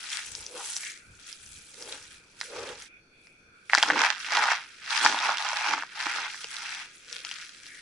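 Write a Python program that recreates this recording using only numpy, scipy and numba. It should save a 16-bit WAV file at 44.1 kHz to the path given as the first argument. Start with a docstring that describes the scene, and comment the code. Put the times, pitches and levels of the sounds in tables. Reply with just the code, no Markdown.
"""Dry soap crumbs and brittle starch-filled soap shells, raked, then crushed by two hands on a tray.
Each fracture is a short damped ring, deeper for big pieces; fractures burst as the grip gives way.
Single loud cracks stand out, close to a stereo microphone. The tray drones under dragging fingers,
arms knock the table faintly, and a quiet room hisses in a few narrow bands behind."""
import sys
import numpy as np
from scipy import signal
from scipy.fft import rfft, irfft, next_fast_len
from scipy.io import wavfile
from scipy.ndimage import uniform_filter1d
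from numba import njit

SR = 44100
rng = np.random.default_rng(int(sys.argv[2]) if len(sys.argv) > 2 else 0)


def materialize(psi):
    """Save the field psi as 16-bit PCM at rate SR to the path in sys.argv[1].

    A 1-D psi becomes a single channel; in a 2-D psi each row is a channel.
    """
    bounded = np.clip(np.atleast_2d(psi).T, -1, 1)
    quanta = np.round(bounded * 32767).astype(np.int16)
    wavfile.write(sys.argv[1], SR, quanta)


N = 344421

# piece sizes: f_lo/Hz, f_hi/Hz, fractures/(1/s), ring/cycles, scatter/dB, grind/dB, snap/dB
SHARD = (1239, 2627, 1513, 7, -0.5, -4, -4.5)
CHUNK = (753, 1294, 980, 5, 0.5, -8.5, -5)
FLAKE = (2403, 5947, 3400, 4, 0, -2.5, -5)
DUST_GRAIN = (5632, 10786, 4443.5, 3.5, 3, -0.93, -19)
# rakes and squeezes: t_full/s, t_release/s, shards/dB, chunks re shards/dB, dust re shards/dB
HAND_MOVES = [(0.0, 0.088, -45.5, -13, -2.5), (0.122, 0.2, -42.5, -11.5, 1), (0.224, 0.46, -54.5, -4.5, 9),
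              (0.574, 0.608, -47.5, 7.5, 5.5), (0.683, 0.77, -49, -3.5, 12.5),
              (0.828, 0.9, -49.5, -20, 5.5), (0.986, 1.22, -72.5, -3, 10), (1.241, 1.316, -54.5, -20, 5),
              (1.4, 1.83, -61.5, -10, 9.5), (1.817, 1.98, -49.5, -1, 3), (2.007, 2.146, -55, -15, 0),
              (2.216, 2.4, -66.5, -2, -0.5), (2.452, 2.44, -46, -18, 2.5), (2.557, 2.722, -42.5, 3.5, -7),
              (2.797, 2.83, -50, -7, -4), (3.755, 3.83, -36.5, -0.5, -6.5),
              (3.899, 3.876, -30.5, 7.5, -9.5), (3.986, 4.063, -24.5, 0, -21.5),
              (4.207, 4.26, -41.5, -32, -10.5), (4.346, 4.383, -25.5, -1, -21),
              (4.424, 4.523, -28, 1.5, -18.5), (4.63, 4.82, -56, -58, -6.5),
              (4.925, 4.99, -29, -3.5, -12.5), (5.057, 5.054, -25.5, 4, -7.5),
              (5.095, 5.18, -34, 1.5, -16.5), (5.233, 5.31, -30, 4.5, -17.5), (5.414, 5.606, -34.5, 1, -14),
              (5.65, 5.74, -28.5, 1.5, -20), (5.81, 5.78, -36.5, -6.5, -13),
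              (5.998, 6.11, -34.5, -3.5, -15), (6.153, 6.25, -31.5, -4, -17),
              (6.31, 6.53, -46.5, -13, -2.5), (6.553, 6.81, -39.5, -7, -12), (6.923, 7.11, -62.5, -16, 3),
              (7.119, 7.18, -50.5, -32, -1.5), (7.266, 7.42, -45.5, -24, -6),
              (7.495, 7.76, -57.5, -23, 0.5), (7.65, 7.54, -50, -20, -11), (7.718, 7.8, -60, -32, 0.5)]
# balance of the hands: t/s, left minus right/dB
HAND_PAN = [(0.0, 2), (2.15, 0), (3.46, -2), (6.09, -0.5), (7.42, 1), (7.81, 2)]
# smooth raking to brittle squeezing: t/s, snap gain/dB
BRITTLENESS = [(0, 1), (1.7, -2), (2.45, -4), (2.95, -22), (3.7, 3), (5.5, 1), (6.9, -5), (7.1, 6),
               (7.6, 3)]
# crumbs trickling off the shell: t_full/s, t_release/s, level/dB
TRICKLES = [(3.233, 3.286, -69.5), (3.694, 3.69, -62)]
GRIP_DB_PER_S, RELEASE_DB_PER_S = 204, 165
CUT_FROM_S, CUT_UNTIL_S = 2.885, 3.693  # the crunching cuts off abruptly, then resumes


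def hands(snaps_per_s=420, snap_cycles=1.45, snap_scatter_db=1.5):
    """Each size grinds on its own; a snapping piece sheds all sizes at one instant."""
    full_s, release_s, shards_db, chunks_db, dust_db = np.transpose(HAND_MOVES)
    pan_db, brittle_db = curve(HAND_PAN), curve(BRITTLENESS)
    slip_db = slips() + walk(18)
    snaps = fractures(snaps_per_s)
    heap, grinds = 0, []
    # chunks break only near full grip, so they come and go faster
    sizes = (SHARD, 0, 1), (CHUNK, chunks_db, 1.56), (FLAKE, 3 + 0.38 * dust_db, 1), (DUST_GRAIN, dust_db, 1)
    for piece, db, haste in sizes:
        lo_hz, hi_hz, per_s, cycles, scatter_db, grind_db, snap_db = piece
        grind = crumble(lo_hz, hi_hz, cycles, scatter_db, fractures(per_s), slip_db)
        grinds.append(grind)
        snap = crumble(lo_hz, hi_hz, snap_cycles, snap_scatter_db, snaps, 0.28 * slip_db, mix_db=5.5)
        grip = swells(full_s, release_s, shards_db + db, haste * GRIP_DB_PER_S, haste * RELEASE_DB_PER_S)
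        heap = heap + grip * (undb(grind_db) * grind + undb(snap_db + brittle_db) * snap)
    t = np.arange(N) / SR
    outside_cut = np.clip(np.maximum(CUT_FROM_S - t, t - CUT_UNTIL_S) / 0.0052, 0, 1)
    trickle = sum(grinds[2:]) * swells(*np.transpose(TRICKLES), 120, 90)  # flakes and dust only
    return (heap * outside_cut + trickle) * undb(np.array([pan_db, -pan_db]) / 2)


def crumble(lo_hz, hi_hz, cycles, scatter_db, draws, slip_db, mix_db=0, lag_s=2.5e-5):
    """Swarm of ringing fractures spread over both palms, at unit RMS."""
    when, big, sign, lag, pan = draws
    pitch, ring, share = rng.random((len(when), 3)).T
    start = when * (N - 1)
    drift = np.tanh(walk(14))[start.astype(int)]  # like sizes break together: the colour wanders
    hz = lo_hz * (hi_hz / lo_hz) ** np.clip(pitch + 0.25 * drift * np.sin(np.pi * pitch), 0, 1)
    size_db = -scatter_db * np.log(1.03 - big) + slip_db[start.astype(int)] + mix_db * share
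    size = undb(size_db) * np.sign(sign - .5)
    size *= (hz / lo_hz) ** 0.65  # thin pieces ring briefly, so snap harder
    pan_db = 12.5 * pan * np.minimum(hz / 3000, 1)
    swarm = stereo_rings(start, hz, cycles * (.5 + ring), size, lag * lag_s * SR, pan_db)
    return level(band(swarm, 0.99 * lo_hz, 1.294 * hi_hz, order=3), 0)


def fractures(per_s):
    """Draws per fracture: uniform time, size, sign; normal lag, pan."""
    count = int(per_s * N / SR)
    return np.vstack([rng.random((count, 3)).T, rng.standard_normal((count, 2)).T])


def slips(per_s=160, settle_s=0.0066, scatter_db=3.3, creep=5):
    """The heap creeps, gives suddenly and settles; gain in dB."""
    when, big = rng.random((int(per_s * N / SR), 2)).T
    kicks = np.bincount((when * N).astype(int), undb(-scatter_db * np.log(1.01 - big)), N)
    settling = signal.lfilter([1], [1, -np.exp(-1 / (settle_s * SR))], kicks)
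    return 20 * np.log10(creep + settling)


# single loud cracks: t/s, level/dB, f/Hz, splinter gain/dB, left minus right/dB
SHELL_CRACKS = [(0.13, -22.5, 3440, -27, 2), (0.189, -26, 1940, -25, -4), (0.351, -28, 5500, -8, 12),
                (0.464, -26, 5760, -44, 6), (0.72, -27, 7040, -29, 0), (0.765, -20.5, 5700, -10, -1),
                (0.833, -29, 2330, -32, -5), (0.849, -29, 6160, -25, 0), (0.917, -33, 6500, -16, 0),
                (1.327, -29.5, 5100, -31, -8), (1.824, -32, 5160, -7, 2), (1.924, -24.5, 3900, -15, 0.5),
                (2.403, -35, 5000, -12, -3), (2.412, -22, 2050, -18, -8), (2.412, -24, 4070, -5, -1),
                (2.431, -35, 1610, -16, -7), (2.822, -33, 6370, -25, 1), (3.27, -44.5, 2300, -7, 8),
                (3.697, -17.5, 2130, -49, -3.5), (3.706, -30, 1900, -20, -2.5), (3.728, -25, 2000, -18, 1),
                (3.733, -2.5, 1920, -35, -2.5), (3.742, -13.5, 1970, -10, 6), (3.749, -6, 1620, -4.5, 2),
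                (3.778, -10, 2020, -35, -4), (3.783, -12.5, 2030, -4, 1), (3.827, -5, 3270, -10.5, 1),
                (3.833, -8, 1510, -12, -4.5), (3.886, -21, 1390, -5, 3), (3.901, -5, 1620, -30, 0),
                (3.906, -11.5, 1920, -31, 2), (3.959, -9, 970, -28, -1), (4.036, -9.5, 1700, -33, -1),
                (4.246, -24.5, 2500, -29, -6), (4.321, -17.5, 900, -5.5, -2.0), (4.369, -16, 3930, -10, -3),
                (4.438, -10.5, 1320, -14, -1), (4.423, -14, 1220, -22, -2.5), (4.485, -10.5, 1530, -22, -2),
                (4.517, -9, 1660, -18.5, -4), (4.921, -23, 1600, -30, -7), (4.963, -17, 2659, -7, -1.5),
                (5.048, -8, 940, -6.5, 3), (5.053, -11, 910, -8, -0.5), (5.061, -4, 1730, -23, -1.5),
                (5.144, -16.5, 840, -24, 1), (5.188, -17.5, 3680, -18, 4), (5.292, -10, 1180, -23, -2),
                (5.371, -24, 3005, -4, -7), (5.382, -21.5, 3600, -9, -2), (5.447, -23, 1290, -6.5, -4),
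                (5.53, -18, 990.5, -25, -3), (5.736, -12.5, 1400, -14, -2), (5.778, -19.5, 1270, -18, -1.5),
                (5.823, -20.5, 1643, -22, -4), (5.834, -21.5, 1140, -20, 5),
                (6.067, -15.5, 1240, -15, -5.5), (6.184, -19.5, 1260, -24, -6), (6.344, -27, 1840, -23, -5),
                (6.443, -24.5, 2970, -4.5, 1.5), (6.566, -27.5, 3840, -4, -2), (7.127, -27, 5438, -8, 5),
                (7.164, -28, 3810, -8, 2), (7.249, -26, 3000, -2, 6), (7.313, -21.5, 3070, -14, 2),
                (7.666, -37, 4400, -9, 2)]


def cracks(snaps=10, run_s=0.0042, splinter_hz=4800, hollow_hz=823, strong_db=-13):
    """A shell snaps with a ring and a bright splinter; the crack runs on in smaller snaps."""
    t_s, db, hz, splinter_db, pan_db = np.repeat(SHELL_CRACKS, snaps, axis=0).T
    wait, sign = rng.random((len(t_s), 2)).T
    detune, lag = rng.standard_normal((len(t_s), 2)).T
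    first = np.arange(len(t_s)) % snaps == 0
    delay = np.where(first, 0, -np.log(1 - wait))
    start = (t_s + 0.000708 + run_s * delay) * SR
    size = undb(db + np.where(first, 4.6, -11 - 6 * delay)) * np.sign(sign - .5)
    body_hz = hz * np.exp(0.67 * np.clip(detune, -0.7, 2) * ~first)
    body = stereo_rings(start, body_hz, 0.68 + 0.0013 * hz, size, 1.3 * lag, pan_db)
    splinter = stereo_rings(start, splinter_hz * np.exp(0.16 * detune * ~first), np.full(len(t_s), 2.8),
                            size * undb(splinter_db + 8.5), 1.5 * lag, pan_db)
    knock = first * (db > strong_db) * undb(db - 5.5)  # strong cracks knock the cupped shell
    hollow = stereo_rings(start, hollow_hz * np.exp(0.048 * detune), np.full(len(t_s), 3.0),
                          knock, lag, pan_db)
    return band(body + splinter + hollow, 700, 10000, order=3)


# fingertip rubs: t_full/s, t_release/s, level/dB
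SHARD_RUBS = [(0.113, 0.194, -44.5), (0.835, 0.89, -43), (7.55, 7.615, -61), (7.704, 7.785, -50)]


def rubs(lo_hz=1650, hi_hz=2350, per_s=2500, cycles=26.0, scatter_db=1.2):
    """Shards slide over each other in dense, even rings."""
    swarm = crumble(lo_hz, hi_hz, cycles, scatter_db, fractures(per_s), 2.2 * walk(40))
    return swarm * swells(*np.transpose(SHARD_RUBS), GRIP_DB_PER_S, RELEASE_DB_PER_S)


# fingers, palms and pieces on the tray: t_full/s, t_release/s, drag/dB, thud/dB
TRAY_TOUCHES = [(0.345, 0.407, -61, -68), (0.53, 0.573, -44.5, -74), (1.812, 1.939, -51, -66.5),
                (2.532, 2.708, -42.5, -64), (3.896, 3.992, -40.5, -41.5), (4.355, 4.43, -51, -55),
                (5.061, 5.12, -50, -42.5), (5.247, 5.29, -55, -56.5), (5.697, 5.758, -56, -51),
                (6.16, 6.203, -59, -60), (7.13, 7.19, -61.5, -94)]
# drag mode, thud mode: f/Hz, width/Hz
TRAY_RESONANCES = [(481, 85), (311, 93)]


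def tray(rise_db_per_s=260, fall_db_per_s=249, rest_db=-78.5):
    """Dragging shakes the tray's higher mode, thuds the lower."""
    full_s, release_s, *levels_db = np.transpose(TRAY_TOUCHES)
    out = 0
    for (hz, width_hz), db in zip(TRAY_RESONANCES, levels_db):
        friction = narrow(rng.standard_normal((2, N)) * undb(1.8 * walk(70)))
        mode = band(friction, hz - width_hz / 2, hz + width_hz / 2, order=1)
        mode = band(mode, 0.47 * hz, 1.38 * hz)
        force = swells(full_s, release_s, db, rise_db_per_s, fall_db_per_s) + undb(rest_db)
        out = out + level(mode, 0) * force
    return out


# falling pieces: t/s, level/dB, f/Hz
PIECE_DROPS = [(3.776, -33.5, 298), (6.064, -32.5, 317), (6.444, -39, 467)]


def drops(cycles=4.0):
    """A piece lands and the tray rings briefly."""
    t_s, db, hz = np.transpose(PIECE_DROPS)
    return band(rings(t_s * SR, hz, np.full(len(t_s), cycles), undb(db)), 180, 600)


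# arms on the table: t_full/s, t_release/s, level/dB
ARM_KNOCKS = [(0.318, 0.418, -60.5), (1.096, 1.1, -53.5), (1.455, 1.586, -61), (1.768, 2.2, -68),
              (2.573, 2.75, -60), (3.453, 3.52, -68)]


def table_knocks(rise_db_per_s=196, fall_db_per_s=142):
    """Arms shake the table's low modes."""
    rumble = level(band(narrow(rng.standard_normal((2, N))), 30, 126), 0)
    return rumble * swells(*np.transpose(ARM_KNOCKS), rise_db_per_s, fall_db_per_s)


def echo(x, t60_s=0.096, wet_db=-10):
    """Tray, palms and walls scatter each snap into a short tail, the same in both channels."""
    t = np.arange(SR // 8) / SR
    tail = rng.standard_normal((2, len(t))).sum(axis=0) * undb(-60 * t / t60_s)
    tail *= undb(wet_db) / np.linalg.norm(tail)
    return x + signal.fftconvolve(x, tail[None], axes=1)[:, :N]


# air spectrum: f/Hz, relative density/dB
AIR_SPECTRUM = [(27, -2), (45, -6), (150, -4), (390, -4.5), (450, -6.5), (1000, -19), (6500, -30),
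                (11000, -25.5)]
# hiss bands: f/Hz, half-width/Hz, relative level/dB
HISS_BANDS = [(1464, 130, -1), (2407, 130, 4.5), (3450, 95, -12), (4450, 160, -10), (5840, 440, -18)]


def room(air_db=-66, hiss_db=-59, shared_below_hz=720):
    """Steady air noise, shared in the bass, and wavering hiss bands that differ left and right."""
    size = next_fast_len(N)
    hz = np.arange(size // 2 + 1) * SR / size + 1
    mid, side = rfft(rng.standard_normal((2, size)))
    coherence = 1 / (1 + (hz / shared_below_hz) ** 2)
    noise = np.sqrt(1 + coherence) * mid + np.sqrt(1 - coherence) * np.array([side, -side])
    knot_hz, knot_db = np.transpose(AIR_SPECTRUM)
    colour = undb(np.interp(np.log(hz), np.log(knot_hz), knot_db))
    air = irfft(colour * noise, size)[:, :N]
    white = rfft(rng.standard_normal((2, size)))
    hiss = 0
    for centre_hz, half_hz, db in HISS_BANDS:
        shape = (1 + ((hz - centre_hz) / half_hz) ** 4) ** -.5
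        hiss = hiss + irfft(white * shape, size)[:, :N] * undb(db + 3.4 * walk(8))
    return level(air, air_db) + level(hiss, hiss_db)


@njit
def rings(start, hz, cycles, size):
    """Damped sines, down by e every cycles / 2 periods; start in fractional samples."""
    out = np.zeros(N)
    for k in range(len(hz)):
        pole = (2j * np.pi - 2 / cycles[k]) * hz[k] / SR
        onset = max(int(np.ceil(start[k])), 0)
        phasor, step = size[k] * np.exp(pole * (onset - start[k])), np.exp(pole)
        opening = np.exp(-6 * hz[k] / SR)  # the break opens in about a third of a period
        shut = opening ** (onset - start[k])
        for j in range(onset, min(N, onset + int(3 * cycles[k] * SR / hz[k]))):
            out[j] += (1 - shut) * phasor.imag
            shut *= opening
            phasor *= step
    return out


def stereo_rings(start, hz, cycles, size, lag, pan_db):
    """Rings offset in time (lag, samples) and level between the channels."""
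    return np.array([rings(start + side * lag, hz, cycles, size * undb(side * pan_db))
                     for side in (.5, -.5)])


def swells(full_s, release_s, db, rise_db_per_s, fall_db_per_s):
    """Gain of events that rise, hold and fall, summed in power."""
    t = np.arange(0, N, 32) / SR
    before_db = rise_db_per_s * np.maximum(full_s[:, None] - t, 0)
    after_db = fall_db_per_s * np.maximum(t - release_s[:, None], 0)
    gain = np.linalg.norm(undb(db[:, None] - before_db - after_db), axis=0)
    return np.interp(np.arange(N) / SR, t, gain)


def walk(per_s):
    """Slewed random steps, spread near 1."""
    hold = int(SR / per_s)
    return uniform_filter1d(np.repeat(rng.standard_normal(N // hold + 1), hold), hold // 2 + 1)[:N]


def narrow(mid_side, width=0.2):
    """Mid and side to nearly equal left and right."""
    return np.array([[1, width], [1, -width]]) @ mid_side


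def curve(table):
    return np.interp(np.arange(N) / SR, *np.transpose(table))


def band(x, lo_hz, hi_hz, order=2):
    sos = signal.butter(order, [lo_hz, min(hi_hz, .45 * SR)], "band", fs=SR, output="sos")
    return signal.sosfilt(sos, x)


def level(x, rms_db):
    return x * undb(rms_db) / np.sqrt(np.mean(x ** 2))


def undb(db):
    return 10 ** (np.asarray(db) / 20)


def scene():
    """Soap with its echo, over table, tray and room."""
    return echo(hands() + rubs() + cracks()) + table_knocks() + tray() + drops() + room()


def record(dry, drive=0.6, input_top_hz=11050, output_top_hz=15000):
    """The input stage cuts the treble steeply; the loudest cracks overload it and spit above the cut."""
    def cut(x, hz):
        return signal.sosfilt(signal.ellip(10, .2, 60, hz, fs=SR, output="sos"), x)
    overloaded = np.tanh(drive * cut(dry, input_top_hz)) / drive
    return cut(overloaded, output_top_hz)


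dry = scene()
out = record(dry)
materialize(out)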